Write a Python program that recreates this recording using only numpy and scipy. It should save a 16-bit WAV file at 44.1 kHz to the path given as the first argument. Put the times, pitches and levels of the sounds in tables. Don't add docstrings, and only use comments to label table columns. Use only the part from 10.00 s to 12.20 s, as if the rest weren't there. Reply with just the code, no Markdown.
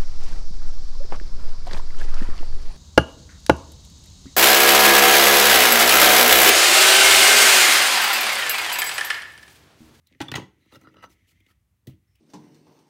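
import sys
import numpy as np
from scipy import signal
from scipy.fft import rfft, irfft, next_fast_len
from scipy.io import wavfile
from scipy.ndimage import map_coordinates

SR = 44100
rng = np.random.default_rng(int(sys.argv[2]) if len(sys.argv) > 2 else 0)


def materialize(psi):
    bounded = np.clip(np.atleast_2d(psi).T, -1, 1)
    quanta = np.round(bounded * 32767).astype(np.int16)
    wavfile.write(sys.argv[1], SR, quanta)


def voltage_ratio(decibels):
    exponent = np.asarray(decibels, float) / 20
    return 10 ** exponent


N = 97020

# [f/Hz, width/Hz, level/dB]
DESK_MODES = [(91.4, 31, -7.5), (138.4, 16, -4), (188.6, 18, -5), (264.4, 20, -3), (319.1, 16.7, -0.5),
              (416.4, 63, -10.5), (550, 80, -14)]
# [f/Hz, width/Hz, level/dB]
CARD_MODES = [(1940, 310, 6), (3520, 1800, -4.5), (3950, 110, -8), (5950, 580, -11.5)]
# [f/Hz, width/Hz, level/dB]
HELD_TOOL_MODES = [(518, 138, -7.5), (928, 180, -7), (1316, 70, 3.5), (1972, 107, -6), (2837, 106, -7.5),
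                   (4020, 170, -14), (4840, 150, -19.5), (6070, 200, -21)]
# [f/Hz, level/dB]
SNAP_SPECTRUM = [(1500, -18.5), (2500, -3), (4000, 1), (7000, -4.5), (12000, -7.5), (16000, 1.5)]
HARD_PUSH_S = 0.00031


def unit(x):
    return x / np.sqrt(np.mean(x ** 2) + 1e-20)


def along(points, hz):
    f, value = np.transpose(points)
    return np.interp(np.log(hz + 1), np.log(f + 1), value)


def wobble(rate):
    knots = rng.standard_normal(int(N * rate / SR) + 4)
    return map_coordinates(knots, [np.arange(N) * rate / SR])


def filtered(x, response):
    m = next_fast_len(x.shape[-1] + SR // 2)
    return irfft(rfft(x, m) * response(np.fft.rfftfreq(m, 1 / SR)), m)[..., :x.shape[-1]]


def body(modes, scatter_db=0):
    gain = voltage_ratio(np.zeros(len(modes)) + scatter_db)

    def response(f):
        total = 0
        for k, (hz, width, db) in enumerate(modes):
            resonance = 1j * f * width / (hz * hz - f * f + 1j * f * width)
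            total = total + (-1) ** k * gain[k] * voltage_ratio(db) * resonance
        return total
    return response


def noise(spectrum):
    return unit(filtered(rng.standard_normal(N), lambda f: voltage_ratio(along(spectrum, f))))


def narrow(size, width_hz):
    z = rng.standard_normal((2, size))
    f = np.fft.fftfreq(size, 1 / SR)
    v = np.fft.ifft((z[0] + 1j * z[1]) / (1 + (2 * f / width_hz) ** 2))
    return v / np.sqrt(np.mean(abs(v) ** 2) / 2)


def contacts(rows, modes, push_s, colour):
    out, t = np.zeros(N + SR), np.arange(SR // 3) / SR
    crack = np.tile(noise(colour), 2)
    push = t / push_s * np.exp(-t / push_s)
    rise_s, scatter_db, detune, ring_top_hz = 0.00063, 3, 0.03, 5970
    for s, ring_db, thump_db, crack_db, length in rows:
        at = round(s * SR)
        burst = 2 * (1 - np.exp(-t / rise_s)) * np.exp(-2 * t / length)
        shifted = np.array(modes) * [[1 + detune * d, 1, 1] for d in rng.standard_normal(len(modes))]
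        modal = body(shifted, scatter_db * rng.standard_normal(len(modes)))
        chatter = burst * rng.standard_normal(len(t))
        ring = filtered(chatter, lambda f: modal(f) / (1 + 1j * f / ring_top_hz) ** 2)
        thump = filtered(push, body(DESK_MODES, scatter_db * rng.standard_normal(len(DESK_MODES))))
        here = out[at:at + len(t)]
        here += voltage_ratio(ring_db - 4.5) * ring / abs(ring).max()
        here += voltage_ratio(thump_db + 6) * thump / abs(thump).max()
        here += voltage_ratio(crack_db + 4.5) * burst * crack[at:at + len(t)]
    return out[:N]


def tool_drop():
    # [t/s, tool ring level/dB, desk thump level/dB, crack level/dB, contact length/s]
    blows = [(.2032, -19.5, -33.5, -45, 0.0048), (.2062, -19, -30, -46.5, 0.007),
             (.2135, -23.5, -41.5, -40, 0.0096), (.2205, -27, -36, -46, 0.0071),
             (.2835, -32, -46, -55, 0.0097), (.3160, -23.5, -31, -35, 0.0058),
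             (.3392, -16.5, -42, -44, 0.0072), (.3535, -16.5, -35, -38, 0.01),
             (.3580, -28.5, -39, -39.5, 0.0094), (.3660, -25.5, -48.5, -52, 0.022),
             (.3790, -22.5, -30, -58.5, 0.0032), (.3960, -35, -36, -61.5, 0.014),
             (.4250, -59, -41.5, -67, 0.0053)]
    # [f/Hz, width/Hz, level/dB]
    free_modes = [(790, 120, -1), (943, 87, 1.5), (1098, 73, -1.5), (1283, 78, -3), (1510, 93, -3.5),
                  (1758, 150, -3.5), (1965, 100, 1.5), (2420, 73, -8.5), (2637, 74, -5), (2974, 120, -6.5),
                  (3250, 150, -5), (3940, 330, -10.5), (4100, 260, -18)]
    # [f/Hz, level/dB]
    crack_spectrum = [(400, -25.5), (1001, 1), (3000, 5), (6000, -3), (10000, -12), (16000, -16)]
    return contacts(blows, free_modes, HARD_PUSH_S, crack_spectrum)


def pings():
    # [t/s, level/dB, f/Hz, decay time t60/s]
    part_rings = [(.2828, -20.5, 3480, 0.018), (.2935, -39, 3500, 0.048), (.2150, -39.5, 8400, 0.024),
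                  (.2140, -35, 5970, .03), (.2310, -53.5, 9500, 0.086), (.3545, -25.5, 6600, .03),
                  (.3560, -36.5, 8680, 0.044), (.2205, -34, 3250, .025), (.2060, -31, 960, .07),
                  (.3580, -35.5, 1000, 0.11), (.3390, -22.5, 1950, .02), (.3170, -32.5, 3950, .015),
                  (.3540, -29.5, 2800, .02), (.2030, -29.5, 2700, .01), (.3170, -35, 7000, .012),
                  (.3650, -47.5, 6050, .15)]
    rise_s, waver_after_s = 0.0025, 0.04
    t, waver = np.arange(N) / SR, 0.7 * wobble(400)
    out = np.zeros(N)
    for s, db, hz, t60 in part_rings:
        level = voltage_ratio(db - 60 * np.clip(t - s, 0, None) / t60) * np.clip((t - s) / rise_s, 0, 1)
        drift = waver * np.clip((t - s) / waver_after_s, 0, 1) * np.sqrt(hz / 5000)
        out += level * np.sin(2 * np.pi * hz * (t - s) + drift)
    return out


def strokes():
    # [t/s, length/s, tool level/dB rms, hiss level/dB rms]
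    drags = [
        (0.706, 0.056, -56, -63),
        (0.788, 0.05, -65, -72.5),
        (0.833, 0.06, -60.5, -90),
        (0.948, 0.088, -57.5, -89),
        (1.019, 0.026, -48, -61.5),
        (1.083, 0.05, -78, -65),
        (1.264, 0.054, -81.5, -66),
        (1.473, 0.046, -74.5, -72),
        (1.866, 0.042, -80, -68.5),
        (0.577, 0.09, -83.5, -86),
    ]
    # [f/Hz, level/dB]
    hiss_spectrum = [(800, -34), (2000, 2.5), (5000, -1.5), (9000, -4.5), (13000, -4.5), (16000, -6)]
    rise_share, fall_s = 0.46, 0.0097
    t = np.arange(N) / SR
    shapes = []
    for s, length, *_ in drags:
        rise = np.clip((t - s) / (rise_share * length), 0, 1)
        shapes.append(rise * np.exp(-np.clip(t - s - length, 0, None) / fall_s))
    tool, hiss = voltage_ratio(np.array(drags)[:, 2:]).T @ shapes
    grain = voltage_ratio(2.5 * wobble(300))
    rubbing = grain * rng.standard_normal(N)
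    scale = np.std(filtered(rubbing, body(HELD_TOOL_MODES)))
    rung = np.zeros(N)
    for k, mode in enumerate(HELD_TOOL_MODES):
        grip = voltage_ratio(4 * wobble(29.93))
        rung += (-1) ** k * grip * filtered(tool * rubbing, body([mode]))
    return rung / scale + hiss * unit(np.sqrt(grain) * noise(hiss_spectrum))


def tool_ticks():
    # [t/s, tool ring level/dB, desk thump level/dB, crack level/dB, contact length/s]
    light_ticks = [(.6590, -56, -58.5, -75, 0.0053), (.7225, -41, -53.5, -71.5, 0.0073),
                   (.7345, -59, -51.5, -65.5, 0.01), (.7555, -39.5, -56, -60, 0.0055),
                   (.7640, -50, -48, -68, 0.012), (.8125, -50, -59.5, -62, 0.0056),
                   (.8705, -35.5, -50.5, -78, 0.008), (.9410, -47, -65, -71, 0.0068),
                   (.9665, -40.5, -56, -78.5, 0.005), (1.0380, -27, -55, -77, 0.0096),
                   (1.0265, -37, -61.5, -69.5, 0.0042), (.8355, -50, -67, -78, .006)]
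    return contacts(light_ticks, HELD_TOOL_MODES, HARD_PUSH_S, SNAP_SPECTRUM)


def tool_press():
    # [t/s, card ring level/dB, desk thump level/dB, crack level/dB, contact length/s]
    presses = [
        (1.8705, -42.5, -36.5, -52.5, 0.0092),
        (1.8790, -64, -38.5, -70, 0.017),
        (1.8950, -59, -50, -84, 0.034),
        (1.9340, -61.5, -49.5, -93.5, 0.0081),
    ]
    return contacts(presses, CARD_MODES, 0.0011, SNAP_SPECTRUM)


def card_ticks():
    # [t/s, card ring level/dB, desk thump level/dB, crack level/dB, contact length/s]
    edge_ticks = [(.0703, -72, -83, -57.5, 0.006), (.1130, -79, -58.5, -82.5, .006),
                  (.1245, -47, -66.5, -84, 0.0042), (.1350, -51, -68, -90, 0.0061),
                  (.1478, -46.5, -60, -91, 0.0069), (.1555, -73, -59.5, -86.5, 0.004),
                  (1.4030, -64, -64, -71, 0.0069), (1.4630, -50, -66, -76.5, 0.01),
                  (1.4740, -59, -77, -82, .006), (1.4860, -61, -75, -78, .006),
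                  (1.5018, -59, -70, -78, .005), (1.5105, -60, -71.5, -73, .0067),
                  (2.1548, -70, -93, -70.5, 0.0096)]
    return contacts(edge_ticks, CARD_MODES, HARD_PUSH_S, SNAP_SPECTRUM)


def sliding():
    # [t/s, card sliding level/dB, desk load level/dB]
    course = [(0.0, -99, -97), (0.12, -70, -85), (0.17, -79.5, -95), (0.24, -61, -85), (0.29, -77, -46),
              (0.32, -60, -50), (0.36, -66, -40), (0.48, -83.5, -68.5), (0.73, -67, -75),
              (0.86, -83, -55.5), (0.92, -71.5, -59), (1.06, -84, -62), (1.15, -74, -70),
              (1.37, -73.5, -77.5), (1.51, -79.5, -80.5), (1.68, -98, -91.5), (1.96, -90.5, -82),
              (2.2, -83, -94)]
    s, card_db, desk_db = np.transpose(course)
    t = np.arange(N) / SR
    creep = voltage_ratio(1.5 * wobble(50)) * rng.standard_normal(N)
    sheet = body(CARD_MODES[:1] + [(3420, 17000, 0.5)])
    card = unit(filtered(filtered(creep, body(CARD_MODES)), sheet))
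    load = voltage_ratio(4.0 * wobble(40)) * rng.standard_normal(N)
    desk = unit(filtered(load, lambda f: body(DESK_MODES)(f) / (1 + (f / 500) ** 2)))
    return voltage_ratio(np.interp(t, s, card_db)) * card + voltage_ratio(np.interp(t, s, desk_db)) * desk


def scuffs():
    # [t/s, length/s, level/dB rms, f/Hz, width/Hz]
    rubs = [(0.063, 0.026, -71.5, 3880, 900), (0.721, .008, -60.5, 3990, 300),
            (0.734, .022, -59.5, 3700, 400), (.752, 0.0067, -56, 1993, 250), (.753, .007, -61, 5250, 300),
            (.810, 0.0078, -73, 6200, 600), (.812, .008, -66, 2220, 700), (0.845, .012, -55, 1350, 150),
            (0.937, 0.0073, -67.5, 3010, 500), (1.049, 0.016, -64.5, 6100, 250),
            (1.101, 0.018, -69, 6100, 300), (1.114, .015, -72.5, 5200, 300), (1.278, .014, -70, 2950, 200),
            (1.284, .03, -77.5, 4120, 250), (1.401, .012, -66.5, 2290, 250), (1.402, .012, -72, 3310, 500),
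            (1.478, .04, -82, 4600, 350), (1.499, 0.023, -74.5, 1248, 300), (1.507, .012, -66.5, 1838, 300),
            (1.507, 0.0096, -71.5, 3180, 400), (1.860, .008, -66, 500, 400),
            (1.871, 0.029, -63.5, 599, 351), (1.884, 0.05, -73, 2807, 1305), (2.071, .1, -85, 5350, 350),
            (2.074, 0.033, -84, 1910, 499.5), (2.151, 0.0075, -69.5, 2790, 800),
            (2.164, 0.037, -79, 2600, 1100), (0.601, 0.11, -79, 3920, 400)]
    edge_s = 0.004
    out, t = np.zeros(N + SR), np.arange(SR // 4) / SR
    for s, length, db, hz, width_hz in rubs:
        shape = np.clip(t / edge_s, 0, 1) * np.exp(-np.clip(t - length, 0, None) / edge_s)
        patch = (narrow(len(t), width_hz) * np.exp(2j * np.pi * hz * t)).real
        out[round(s * SR):][:len(t)] += voltage_ratio(db) * shape * patch
    return out[:N]


def whistle():
    # [t/s, f/Hz, level/dB rms]
    note = [
        (1.1, 1950, -90),
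        (1.16, 2053, -77),
        (1.21, 2142, -76.5),
        (1.27, 1853, -79.5),
        (1.3, 2300, -77),
        (1.34, 2050, -76.5),
        (1.4, 2150, -79),
        (1.49, 2065, -71),
        (1.54, 1912, -95),
    ]
    s, hz, db = np.transpose(note)
    t = np.arange(N) / SR
    carrier = np.exp(2j * np.pi * np.cumsum(np.interp(t, s, hz)) / SR)
    return voltage_ratio(np.interp(t, s, db, -150, -150)) * (narrow(N, 190) * carrier).real


def room(x):
    # [f/Hz, t60/s]
    decay = [(150, 0.33), (1000, 0.31), (4000, 0.26), (12000, 0.22)]
    delay_s = 0.006
    hz, t, z = signal.stft(rng.standard_normal(SR // 2), SR, nperseg=256)
    tail = signal.istft(z * voltage_ratio(-60 * t / along(decay, hz)[:, None]), SR, nperseg=256)[1]
    delayed = np.pad(x, (round(delay_s * SR), 0))
    return signal.fftconvolve(delayed, tail / np.linalg.norm(tail))[:N]


def background():
    # [f/Hz, density level/dB]
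    air_spectrum = [(120, -27), (200, -5.5), (347, -5.5), (432, -12), (1060, -13.5), (1160, -12.5),
                    (4600, -20.5), (11500, -19), (16000, -20)]
    # [f/Hz, density level/dB]
    rumble_spectrum = [(12, -62), (20, -46.5), (48, -17), (56, -4), (64, -3.5), (81, -9.5), (94, -3.5),
                       (108, -13), (260, -31.5), (340, -65), (570, -120)]
    air = voltage_ratio(-80) * noise(air_spectrum)
    return air + voltage_ratio(-65 - 2.5 * wobble(25)) * noise(rumble_spectrum)


def scene():
    free = tool_drop() + pings() + tool_press()
    held = strokes() + tool_ticks() + card_ticks() + sliding() + scuffs() + whistle()
    into_room = free + voltage_ratio(-5) * held
    return (free + held + voltage_ratio(-11.5) * room(into_room) + background())[None]


def low_pass(x):
    return signal.sosfilt(signal.butter(12, 16660, fs=SR, output="sos"), x)


def record(dry):
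    def band(f):
        bass = (1j * f / (55.4 + 1j * f)) ** 2
        return bass / (1 + np.exp(np.clip((f - 16000) / 250, -40, 40)))
    mix = filtered(dry, band)
    return low_pass(mix)


dry = scene()
out = record(dry)
materialize(out)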